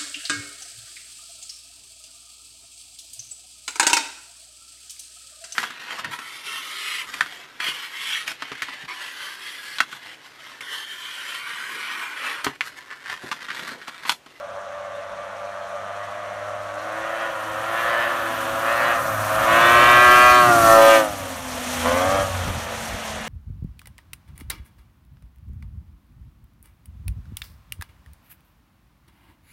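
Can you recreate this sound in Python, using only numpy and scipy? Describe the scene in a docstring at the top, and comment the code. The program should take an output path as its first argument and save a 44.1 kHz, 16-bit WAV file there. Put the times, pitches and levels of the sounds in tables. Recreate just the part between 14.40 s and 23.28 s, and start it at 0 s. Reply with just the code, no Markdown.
"""On a snowy forest trail, a tracked snow vehicle comes down in bursts of throttle, passes close and fades.
Its three-cylinder two-stroke exhaust is a stack of wavering tones at multiples of the crank rate.
Trees return a blurred echo, made of delayed copies smeared by fading noise. Thump, firing and track lugs
are clean tones. Track and skis hiss and churn the snow, the hull rumbles, ground and wind rumble low and
gusts buffet the microphone: all of these are coloured noise that rises and falls."""
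import sys
import numpy as np
from scipy import signal
from scipy.fft import rfft, irfft, next_fast_len
from scipy.io import wavfile
from scipy.ndimage import uniform_filter1d

SR = 44100
rng = np.random.default_rng(int(sys.argv[2]) if len(sys.argv) > 2 else 0)


def int16_out(signal):
    """Quantize to a 16-bit WAV file."""
    q = np.round(np.clip(np.atleast_2d(signal).T, -1, 1) * 32767)
    wavfile.write(sys.argv[1], SR, q.astype(np.int16))


N = 391608
STEP = 64   # samples between two points of the control grid, which carries all slow changes
TIMES = np.arange(N // STEP + 2) * STEP / SR   # s
PASS_S = 6.175   # moment of the pass

# Bursts of throttle; revs before the motion shifts them, levels for the vehicle one second of travel away:
# (opens/s, shuts/s, revs aimed at/Hz, revs sunk to/Hz, swell/s, sound runs on/s, fade/s,
#  exhaust open/dB, shut/dB, bark re exhaust open/dB, shut/dB, firing note open/dB, shut/dB)
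THROTTLE_BURSTS = [(2.278, 2.802, 110, 91.7, 0.48, 0.047, 0.14, -17.5, -19, -1, -15.5, -29, -37),
                   (3.007, 3.589, 115.4, 100.1, 0.32, 0.059, 0.24, -16.5, -20.5, 1.5, -37, -31, -33.5),
                   (4.023, 4.459, 117.3, 89.2, 0.19, 0.074, 0.093, -16.5, -20.5, 0.5, -17, -34, -41.5),
                   (4.785, 6.516, 118.3, 83.7, 0.3, 0.048, .15, -15.5, -32.5, 0.5, -10, -27, -44.5),
                   (7.363, 7.738, 114.9, 82.84, 0.044, 0.072, 0.084, -12, -22.5, 0.5, -9, -26, -46)]
# Steady running before the first burst, on the same terms:
# (t/s, revs/Hz, exhaust/dB, bark re exhaust/dB, firing note/dB)
STEADY_RUNNING = [(0, 92.9, -18, -11.5, -51), (.55, 92.7, -18.5, -8, -48), (1, 93.8, -17.5, -11, -50),
                  (1.41, 95.1, -17, -9, -50), (1.9, 97.2, -19, -7, -42.5), (2.07, 97.25, -17.5, -13, -43),
                  (2.278, 97.6, -19.5, -7, -38)]


def from_db(db):
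    """Gain of a level in dB."""
    return 10 ** (np.asarray(db) / 20)


def rms_one(x):
    """Scaled to rms 1."""
    return x / np.sqrt(np.mean(x ** 2) + 1e-20)


def coarse(rows):
    """Columns of a table, joined by straight lines on the control grid."""
    s, *columns = np.transpose(rows)
    return [np.interp(TIMES, s, column) for column in columns]


def fine(control):
    """From the control grid to every sample."""
    return np.interp(np.arange(N) / STEP, np.arange(len(TIMES)), control)


def at_hz(points, hz):
    """Level of a spectrum at given pitches, read on a log pitch axis."""
    points = np.array(points)
    return np.interp(np.log(hz), np.log(points[:, 0]), points[:, 1])


def bump(s, spread_s):
    """A single bell-shaped rise and fall on the control grid, peak 1."""
    return np.exp(-.5 * ((TIMES - s) / spread_s) ** 2)


def drift(rate):
    """Slow random wandering on the control grid, rms 1: noise smoothed to about the given rate in Hz."""
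    r = np.exp(-2 * np.pi * rate * STEP / SR)
    settle = 2000   # points thrown away while the filter settles
    noise = rng.standard_normal(len(TIMES) + settle)
    return rms_one(signal.lfilter([1], [1, -2 * r, r * r], noise)[settle:])


def coloured(spectrum):
    """Noise of a given spectrum, rms 1, silent outside the first and last pitch of the table."""
    size = next_fast_len(N)
    hz = np.maximum(np.arange(size // 2 + 1) * SR / size, 1)
    inside = (hz > spectrum[0][0]) & (hz < spectrum[-1][0])
    white = rfft(rng.standard_normal(size))
    return rms_one(irfft(white * from_db(at_hz(spectrum, hz)) * inside, size)[:N])


def exhaust(turn, wobble_db=0.0868, rough_wobble_db=12):
    """Multiples of the crank rate; uneven firing makes each one waver in level and phase."""
    # Side of the vehicle that is heard: (t/s, side, roughness 0-1); the sides are 0 distant, 1 far front,
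    # 2 near front, 3 flank, 4 near rear, 5 far rear, 6 coasting away
    aspect_rows = [(0, 0, 0.21), (2.3, 0, 0.12), (2.7, 1, 0.14), (4.9, 1, 0.11), (5.4, 2, 0.032),
                   (6.0, 2, .02), (6.13, 3, 0.03), (6.28, 3, 0.03), (6.35, 3.55, .02), (6.42, 4, 0.021),
                   (6.6, 4, 0.016), (6.75, 5.5, 0.03), (7.4, 6, 0.04), (7.46, 5.5, 0.059), (7.85, 5, .05),
                   (8.0, 6.5, 0.13), (8.88, 6.5, 0.15)]
    # Exhaust colour of sides 0 and 1, fixed in pitch: (f/Hz, level/dB)
    distant = [(380, -26), (480, -17.5), (580, 1), (690, -1), (790, -10), (1040, -11), (1150, -2),
               (1300, -9), (1850, -11.5), (2100, -17.5), (4600, -34.5)]
    far_front = [(430, -24), (540, 5), (680, 4.5), (780, 0.5), (880, -7.5), (1000, 2.5), (1450, 4.5),
                 (1570, -9.5), (1800, -5), (2000, -13.5), (2150, -17.5), (2800, -19.5), (4600, -37.5)]
    # Exhaust colour of sides 2 to 6, riding on the revs: (multiple of the crank rate, level/dB)
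    near_front = [(1, -22), (2, -24), (3, -12), (4, -38), (5, -2.5), (6, -1.5), (7, -21), (8, -5.5),
                  (9, 5.5), (10, 4), (11, 2.5), (12, -10), (13, 0), (14, -3.5), (15, -15), (16, -2.5),
                  (17, -12.5), (18, -34), (19, -5.5), (20, -5.5), (21, -48), (22, -8), (23, -11.5),
                  (24, -31), (25, -12), (26, -11.5), (27, -40), (28, -21.5), (29, -18), (30, -15.5),
                  (31, -23), (32, -18), (33, -25), (34, -23), (35, -28), (36, -19.5)]
    flank = [(1, -19), (2, -16), (3, -9), (4, -21), (5, -7), (6, 1.5), (7, -10), (8, -16), (9, -13),
             (10, 0), (11, -7), (12, 3.5), (13, -12), (14, -8), (15, -20), (16, -2), (17, -8), (18, -24),
             (19, -19), (20, -37), (21, -13), (22, -14), (23, -17), (24, -15), (25, -22), (26, -28),
             (27, -41), (28, -44), (29, -36), (30, -40), (31, -40), (32, -49), (33, -36), (34, -43),
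             (35, -40), (36, -45)]
    near_rear = [(1, -32), (2, -26), (3, -20), (4, -20.5), (5, 1.5), (6, -5), (7, -11.5), (8, -12.5),
                 (9, -7.5), (10, -18), (11, -3), (12, -11), (13, -29), (14, -9), (15, -43), (16, -11),
                 (17, -15), (18, -18), (19, -28), (20, -14), (21, -15), (22, -26), (23, -17.5), (24, -41),
                 (25, -17), (26, -37), (27, -14.5), (28, -26), (29, -22), (30, -15.5), (31, -24), (32, -22),
                 (33, -23), (34, -48), (35, -36), (36, -25)]
    far_rear = [(1, -11), (2, -21), (3, -12), (4, -30), (5, -9.5), (6, 3.5), (7, -3), (8, -4), (9, -13.5),
                (10, -14), (11, -24), (12, -4.5), (13, -3), (14, -12.5), (15, -27), (16, -28), (17, 0),
                (18, -9), (19, -4.5), (20, -25), (21, -15), (22, -19), (23, -11), (24, -22), (25, -15),
                (26, -26), (27, -16), (28, -28), (29, -29), (30, -28), (31, -24), (32, -22), (33, -13),
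                (34, -29), (35, -32), (36, -18)]
    coasting = [(1, -2), (2, -11), (3, 0), (4, -26), (5, -18), (6, 0), (7, -6.5), (8, -1.5), (9, -22),
                (10, 2.5), (11, -1), (12, 0.5), (13, -5.5), (14, -2), (15, -7), (16, 4), (17, -17),
                (18, -9), (19, -7), (20, -12), (21, -5), (22, 4), (23, 7), (24, -8), (25, -3), (26, -17),
                (27, 1), (28, -24), (29, -27), (30, -22), (31, -29), (32, -39), (33, -22), (34, -32),
                (35, -34), (36, 0)]
    # Strength of the three exhaust pulses in a turn: one number for each cylinder
    cylinders = [0.92, 0.77, 0.5]
    # Echo from the trees: (t/s, level re exhaust/dB)
    echo_rows = [(0, -2), (4.9, -1), (5.3, -5), (5.6, -12), (5.8, -17), (6.05, -18), (6.2, -9), (6.35, -18),
                 (6.58, -18), (6.7, -9), (6.8, -15), (7.4, -13), (7.5, -8), (7.85, -7), (8.1, -4),
                 (8.88, -3)]
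    top_db, top_slope_db = -30.5, -1.0   # multiples above the 36th: level and fall per multiple
    snow_echo = 0.36                     # strength of the reflection off the snow
    notch_hz_per_s, notch_nearest_s = 7200, .3

    rate = revs()
    level_db, bark_db, _ = throttle_levels()
    echo_db = coarse(echo_rows)[0]
    aspect, rough = coarse(aspect_rows)
    # neighbouring sides blend into each other
    shares = [np.clip(1 - np.abs(aspect - side), 0, 1) for side in range(7)]
    shared = drift(23.7)
    # the snow's reflection weakens a band that sinks as the vehicle nears
    notch_hz = notch_hz_per_s * np.hypot(TIMES - PASS_S, notch_nearest_s)

    multiples = list(zip(near_front, flank, near_rear, far_rear, coasting))[3:]   # from the 4th up
    multiples += [[(37 + i, top_db + top_slope_db * i)] * 5 for i in range(8)]
    lines, power = [], np.zeros((2, len(TIMES)))
    for rows in multiples:
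        k = rows[0][0]
        hz = k * rate
        colours = [at_hz(distant, hz), at_hz(far_front, hz), *[db for _, db in rows]]
        gain = from_db(sum(share * db for share, db in zip(shares, colours)))
        gain = gain * np.abs(1 + snow_echo * np.exp(1j * np.pi * hz / notch_hz))
        high = np.clip((hz - 1430) / 200, 0, 1)   # the bark takes over around 1.5 kHz
        power += gain ** 2 / 2 * np.array([1 - high, high])
        lines.append((k, gain, high))

    # body and bark are evened out first, then the levels of the throttle are laid on
    body = 1 / np.sqrt(power[0])
    bark = from_db(bark_db) / np.sqrt(power[1])
    out = np.zeros(N)
    for k, gain, high in lines:
        waver_db = wobble_db * k + rough_wobble_db * rough   # snow and trunks shift the high multiples most
        gain = gain * (body * (1 - high) + bark * high) * from_db(waver_db * drift(9.8))
        # three pulses a third of a turn apart
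        pulse_phase = np.angle(np.dot(cylinders, np.exp(-2j * np.pi * k * np.arange(3) / 3)))
        unsteady = rough * (np.sqrt(k) * drift(30) + .3 * k * shared)
        phase = pulse_phase + rng.normal(0, .35) + unsteady
        out += fine(gain) * np.cos(k * turn + fine(phase))
    wet = np.sqrt(1 + from_db(2 * echo_db))   # keeps the total level as the echo grows
    return fine(from_db(level_db) / wet) * (out + fine(from_db(echo_db)) * trees(out))


def revs():
    """Crank rate as heard: it chases the aim of the throttle, eased by the flywheel and shifted by the motion."""
    rev_up_s, rev_down_s, flywheel_s = .327, .273, .099   # time constants
    doppler_share, doppler_s, doppler_width_s = .053, 6.121, .14   # the pitch drops as the exhaust goes by
    rate = coarse(STEADY_RUNNING)[0]
    for opens, shuts, top, sunk, *_ in THROTTLE_BURSTS:
        for s, aim, slow_s in ((opens, top, rev_up_s), (shuts, sunk, rev_down_s)):
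            later = TIMES >= s
            rate[later] = aim + (rate[later][0] - aim) * np.exp((s - TIMES[later]) / slow_s)
    r = np.exp(-STEP / SR / flywheel_s)
    rate = rate[0] + signal.lfilter([1 - r], [1, -r], rate - rate[0])
    gone = TIMES - doppler_s
    drop = gone / (gone ** 4 + doppler_width_s ** 4) ** .25   # from -1 before to 1 after
    return rate * (1 - doppler_share * drop)


def throttle_levels():
    """Exhaust, bark and firing note swell when the throttle opens, hold, and fade when it shuts."""
    # Levels at the end: exhaust/dB, bark re exhaust/dB, firing note/dB
    last_db = (-28.5, 16, -53)
    # The hull screens the exhaust while it goes by: (t/s, exhaust change/dB, bark change/dB)
    screen = [(5.45, -1.5, -2), (5.88, -2, -4.5), (6.09, -4.5, -11.5), (6.17, -5.5, -31), (6.22, -5.5, -18),
              (6.3, 0.5, -13), (6.4, 2, -14.5), (6.54, 0.5, -6.5), (6.7, -2, -12)]
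    sound_lag_s = 0.049   # from opening the throttle to the start of the swell
    louder_db_per_hz, mean_revs_hz = 0.1812, 101.6   # the exhaust grows with the revs

    rows = [(s, *db) for s, _, *db in STEADY_RUNNING]
    before = rows[-1][1:]
    for opens, shuts, _, _, swell, runs_on, fade, *db in THROTTLE_BURSTS:
        opened, closed = db[::2], db[1::2]
        opens, shuts = opens + sound_lag_s, shuts + runs_on
        rows += [(opens, *before), (opens + swell, *opened), (shuts, *opened), (shuts + fade, *closed)]
        before = closed
    exhaust_db, bark_db, firing_db = coarse(rows + [(N / SR, *last_db)])
    screen_db, bark_screen_db = coarse(screen)
    exhaust_db += screen_db + louder_db_per_hz * (revs() - mean_revs_hz)
    return exhaust_db + nearness_db(), bark_db + bark_screen_db, firing_db + nearness_db()


def nearness_db():
    """Level that rises towards the pass and falls after it, about 0 dB one second of travel away."""
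    rounding_s = 0.61   # rounds off the rise and fall of level around the pass
    return -20 * np.log10(np.hypot(TIMES - PASS_S, rounding_s))


def trees(x, count=18):
    """Trunks beside and behind the vehicle echo it at lower pitches while it nears, higher once it has passed."""
    t60_s, start_s = 1, .05   # time for the blur to fade by 60 dB; delay added to every echo
    closing_share = .035      # closing speed over speed of sound
    t, lead = np.arange(N) / SR, SR
    # the engine was already running: the first second, mirrored, leads in
    padded = np.concatenate([x[lead:0:-1], x])
    nearing = PASS_S - np.abs(t - PASS_S)   # extra path grows until the pass, then shrinks
    stands = 0
    for share in (np.arange(count) + rng.random(count)) / count:
        lag = start_s + 2 * closing_share * share * (nearing + 2.5)
        stands = stands + np.interp((t - lag) * SR + lead, np.arange(len(padded)), padded)
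    # fading noise blurs the echoes
    age = np.arange(SR) / SR
    tail = rng.standard_normal(SR) * from_db(-60 * age / t60_s)
    stands = np.concatenate([stands[lead:0:-1], stands])
    return signal.fftconvolve(stands, tail / np.sqrt(count * np.sum(tail ** 2)))[lead:lead + N]


def low_notes(turn):
    """Clean tones: one thump a turn, the three firings a turn, and the drone of the track lugs."""
    # Thump once a turn: (t/s, level/dB)
    thump_rows = [(0, -58.5), (2.42, -46.5), (2.84, -63), (3.04, -42.5), (3.56, -54), (4.08, -40.5),
                  (4.55, -51), (4.8, -31.5), (5.12, -41.5), (5.59, -30), (5.84, -38), (6.2, -29.5),
                  (6.68, -53), (6.83, -34), (7.12, -44), (7.44, -32.5), (7.85, -28.5), (8.09, -25.5),
                  (8.26, -43), (8.55, -44), (8.88, -46)]
    # Track lugs on the drive wheel: (t/s, f/Hz, level/dB)
    lug_rows = [(0, 194, -59), (1.7, 196.7, -55.5), (2.55, 215, -57), (3.36, 243.1, -52), (3.73, 257, -43),
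                (4.13, 252.8, -42), (4.45, 267.4, -41), (4.85, 259.5, -44), (5.1, 264, -37),
                (5.8, 287.4, -39), (6.11, 287.3, -29.5), (6.6, 269.5, -32), (6.75, 262.3, -42.5),
                (7.45, 243.9, -30.5), (7.9, 242, -41), (8.3, 226.6, -41.5), (8.88, 217.3, -38.5)]
    thump_db = coarse(thump_rows)[0] + 1.77 * drift(3.0)
    out = fine(from_db(thump_db)) * np.cos(turn)
    firing_db = throttle_levels()[2] + 2.3 * drift(7.7)
    out += fine(from_db(firing_db)) * np.cos(3 * turn + fine(0.5 * drift(13)))
    lug_hz, lug_db = coarse(lug_rows)
    lug_phase = 2 * np.pi * np.cumsum(fine(lug_hz + 1.57 * drift(8.5))) / SR
    return out + fine(from_db(lug_db + 2.65 * drift(30))) * np.cos(lug_phase)


def running_gear(turn):
    """Track and skis hiss and churn the snow in uneven spurts, a little pulsed by each firing."""
    # Work of track and skis on the snow, one second of travel away: (t/s, hiss/dB, churn/dB)
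    snow = [(0, -42.5, -33), (2.3, -41, -35), (2.5, -39, -32.5), (3.3, -37, -26.5), (4.1, -35, -25.5),
            (4.7, -35, -35), (5.2, -33.5, -23.5), (5.5, -34, -21.5), (6.0, -35, -33.5), (6.55, -31.5, -28),
            (6.68, -40.5, -36), (7.0, -39.5, -36), (7.42, -29.5, -24), (7.79, -30.5, -26.5),
            (8.28, -33.5, -26), (8.88, -33, -24)]
    # Short sprays of snow in the hiss: (t/s, level added/dB, spread of the bell shape/s)
    sprays = [(3.427, 3.5, .05), (5.312, 2, .05), (5.75, 2, .06), (6.281, 3, .06), (8.437, 3.5, 0.065),
              (8.68, 5, .025)]
    # Colour of the hiss and of the churn: (f/Hz, level per Hz/dB)
    hiss_colour = [(2530, -19), (4300, -2.5), (4890, -6), (5880, 1), (7650, -3.5), (9490, -1),
                   (10300, -5.5), (11200, -3), (12900, -4.5), (15600, -11)]
    churn_colour = [(250, -6), (420, -12.5), (496, 1.5), (727, 2.5), (886, -2), (1620, -3), (1760, -1.5),
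                    (2250, -5.5), (3340, -6), (5000, -23), (6500, -34), (11000, -120)]
    # Air dulls the hiss with distance: (t/s, loss per 10 kHz/dB), counted from 9 kHz
    air = [(0, 19), (2.2, 11), (3.4, -1.5), (4.5, -2.5), (6.6, 0.5), (7, 4), (8.88, 9)]

    hiss_db, churn_db = coarse(snow) + nearness_db()
    hiss_db += sum(db * bump(s, spread_s) for s, db, spread_s in sprays)
    spurts = drift(38)
    pulse = 1 + 0.12 * np.cos(3 * turn)
    hiss, already_used = coloured(hiss_colour), 0
    out = fine(from_db(churn_db + .5 * spurts)) * coloured(churn_colour)
    for edge_hz in (6500, 8700, 12000, 19500):   # each slice of the treble fades by its own height
        below = signal.sosfiltfilt(signal.butter(4, edge_hz, fs=SR, output="sos"), hiss)
        lost_db = coarse(air)[0] * (edge_hz - 9000) / 10000
        slice_db = hiss_db - lost_db + 0.32 * spurts + 1.7 * drift(30)
        out += fine(from_db(slice_db)) * (below - already_used)
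        already_used = below
    return pulse * out


def rumble():
    """Hull and track of the vehicle close by: a dull lumpy roar of low noise that peaks at the pass."""
    # Strength of the roar: (t/s, level/dB)
    roar_rows = [(0, -72.5), (3, -59), (5, -47), (5.9, -45), (6.1, -30), (6.35, -33.5), (6.6, -45),
                 (7.2, -49), (7.6, -48), (8.88, -67)]
    # Its colour: (f/Hz, level per Hz/dB)
    roar_colour = [(90, -14), (130, 5), (200, -0.5), (260, 0.5), (340, -6)]
    return fine(from_db(coarse(roar_rows)[0] + 2.0 * drift(4.8))) * coloured(roar_colour)


def ground_and_wind():
    """Lumpy low rumble, with short, broader gusts of differing strength, each swelling smoothly."""
    # Low rumble of ground and wind, swelling towards the pass: (t/s, level/dB)
    low_rows = [(0, -64), (.5, -62), (1.1, -64), (1.7, -62), (2.5, -60), (3.1, -54.5), (4.1, -49.5),
                (4.6, -45.5), (5.1, -39.5), (6.2, -35.5), (6.5, -45), (7.2, -46), (7.7, -36), (8.3, -42),
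                (8.88, -41)]
    # Gusts on the microphone: (t/s, level/dB, spread of the bell shape/s)
    gust_rows = [(.78, -55, .05), (2.2, -56, .06), (3.46, -52, .05), (4.15, -46, .05), (5.19, -37, .04),
                 (5.49, -37, .05), (5.74, -37, .04), (6.26, -35, .04), (7.2, -45, .03), (7.5, -39, .05),
                 (7.84, -37, .035), (8.085, -25.5, .026), (8.17, -29, .018), (8.54, -30, .022),
                 (8.8, -41, .02)]
    # Colour of the low rumble and of the gusts: (f/Hz, level per Hz/dB)
    low_colour = [(12, -43), (20, -44), (43, -2.5), (70, 3.5), (109, 0), (230, -4.5), (400, -41),
                  (520, -55), (880, -120)]
    gust_colour = [(12, -30), (25, -8), (50, 3), (110, 2), (170, -0.5), (260, -7.5), (420, -17.5),
                   (700, -40), (1200, -120)]
    gain = from_db(coarse(low_rows)[0] + 2.0 * drift(11))
    gusts = sum(from_db(db) * bump(s, spread_s) for s, db, spread_s in gust_rows)
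    buffet = coloured(gust_colour)
    # dividing by its own smoothed strength evens out the noise inside each gust
    power = uniform_filter1d(uniform_filter1d(buffet ** 2, size=900), size=900)
    smoothed_buffet = buffet / np.sqrt(np.abs(power) + .05)
    return fine(gain) * coloured(low_colour) + fine(gusts) * smoothed_buffet


def scene():
    """Engine, running gear, ground and wind at one microphone."""
    turn = 2 * np.pi * np.cumsum(fine(revs())) / SR   # crank angle, radians
    return (exhaust(turn) + low_notes(turn) + running_gear(turn) + rumble() + ground_and_wind())[None]


def record(dry):
    """The microphone adds its own faint hiss; the highest peaks are rounded at full scale; the top is cut."""
    self_noise_db, cutoff_hz = -74, 15700
    dry = dry + from_db(self_noise_db) * rng.standard_normal(dry.shape)
    rounded = dry / (1 + np.abs(dry) ** 6) ** (1 / 6)
    return signal.sosfilt(signal.ellip(12, .5, 80, cutoff_hz, fs=SR, output="sos"), rounded)


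dry = scene()
out = record(dry)
int16_out(out)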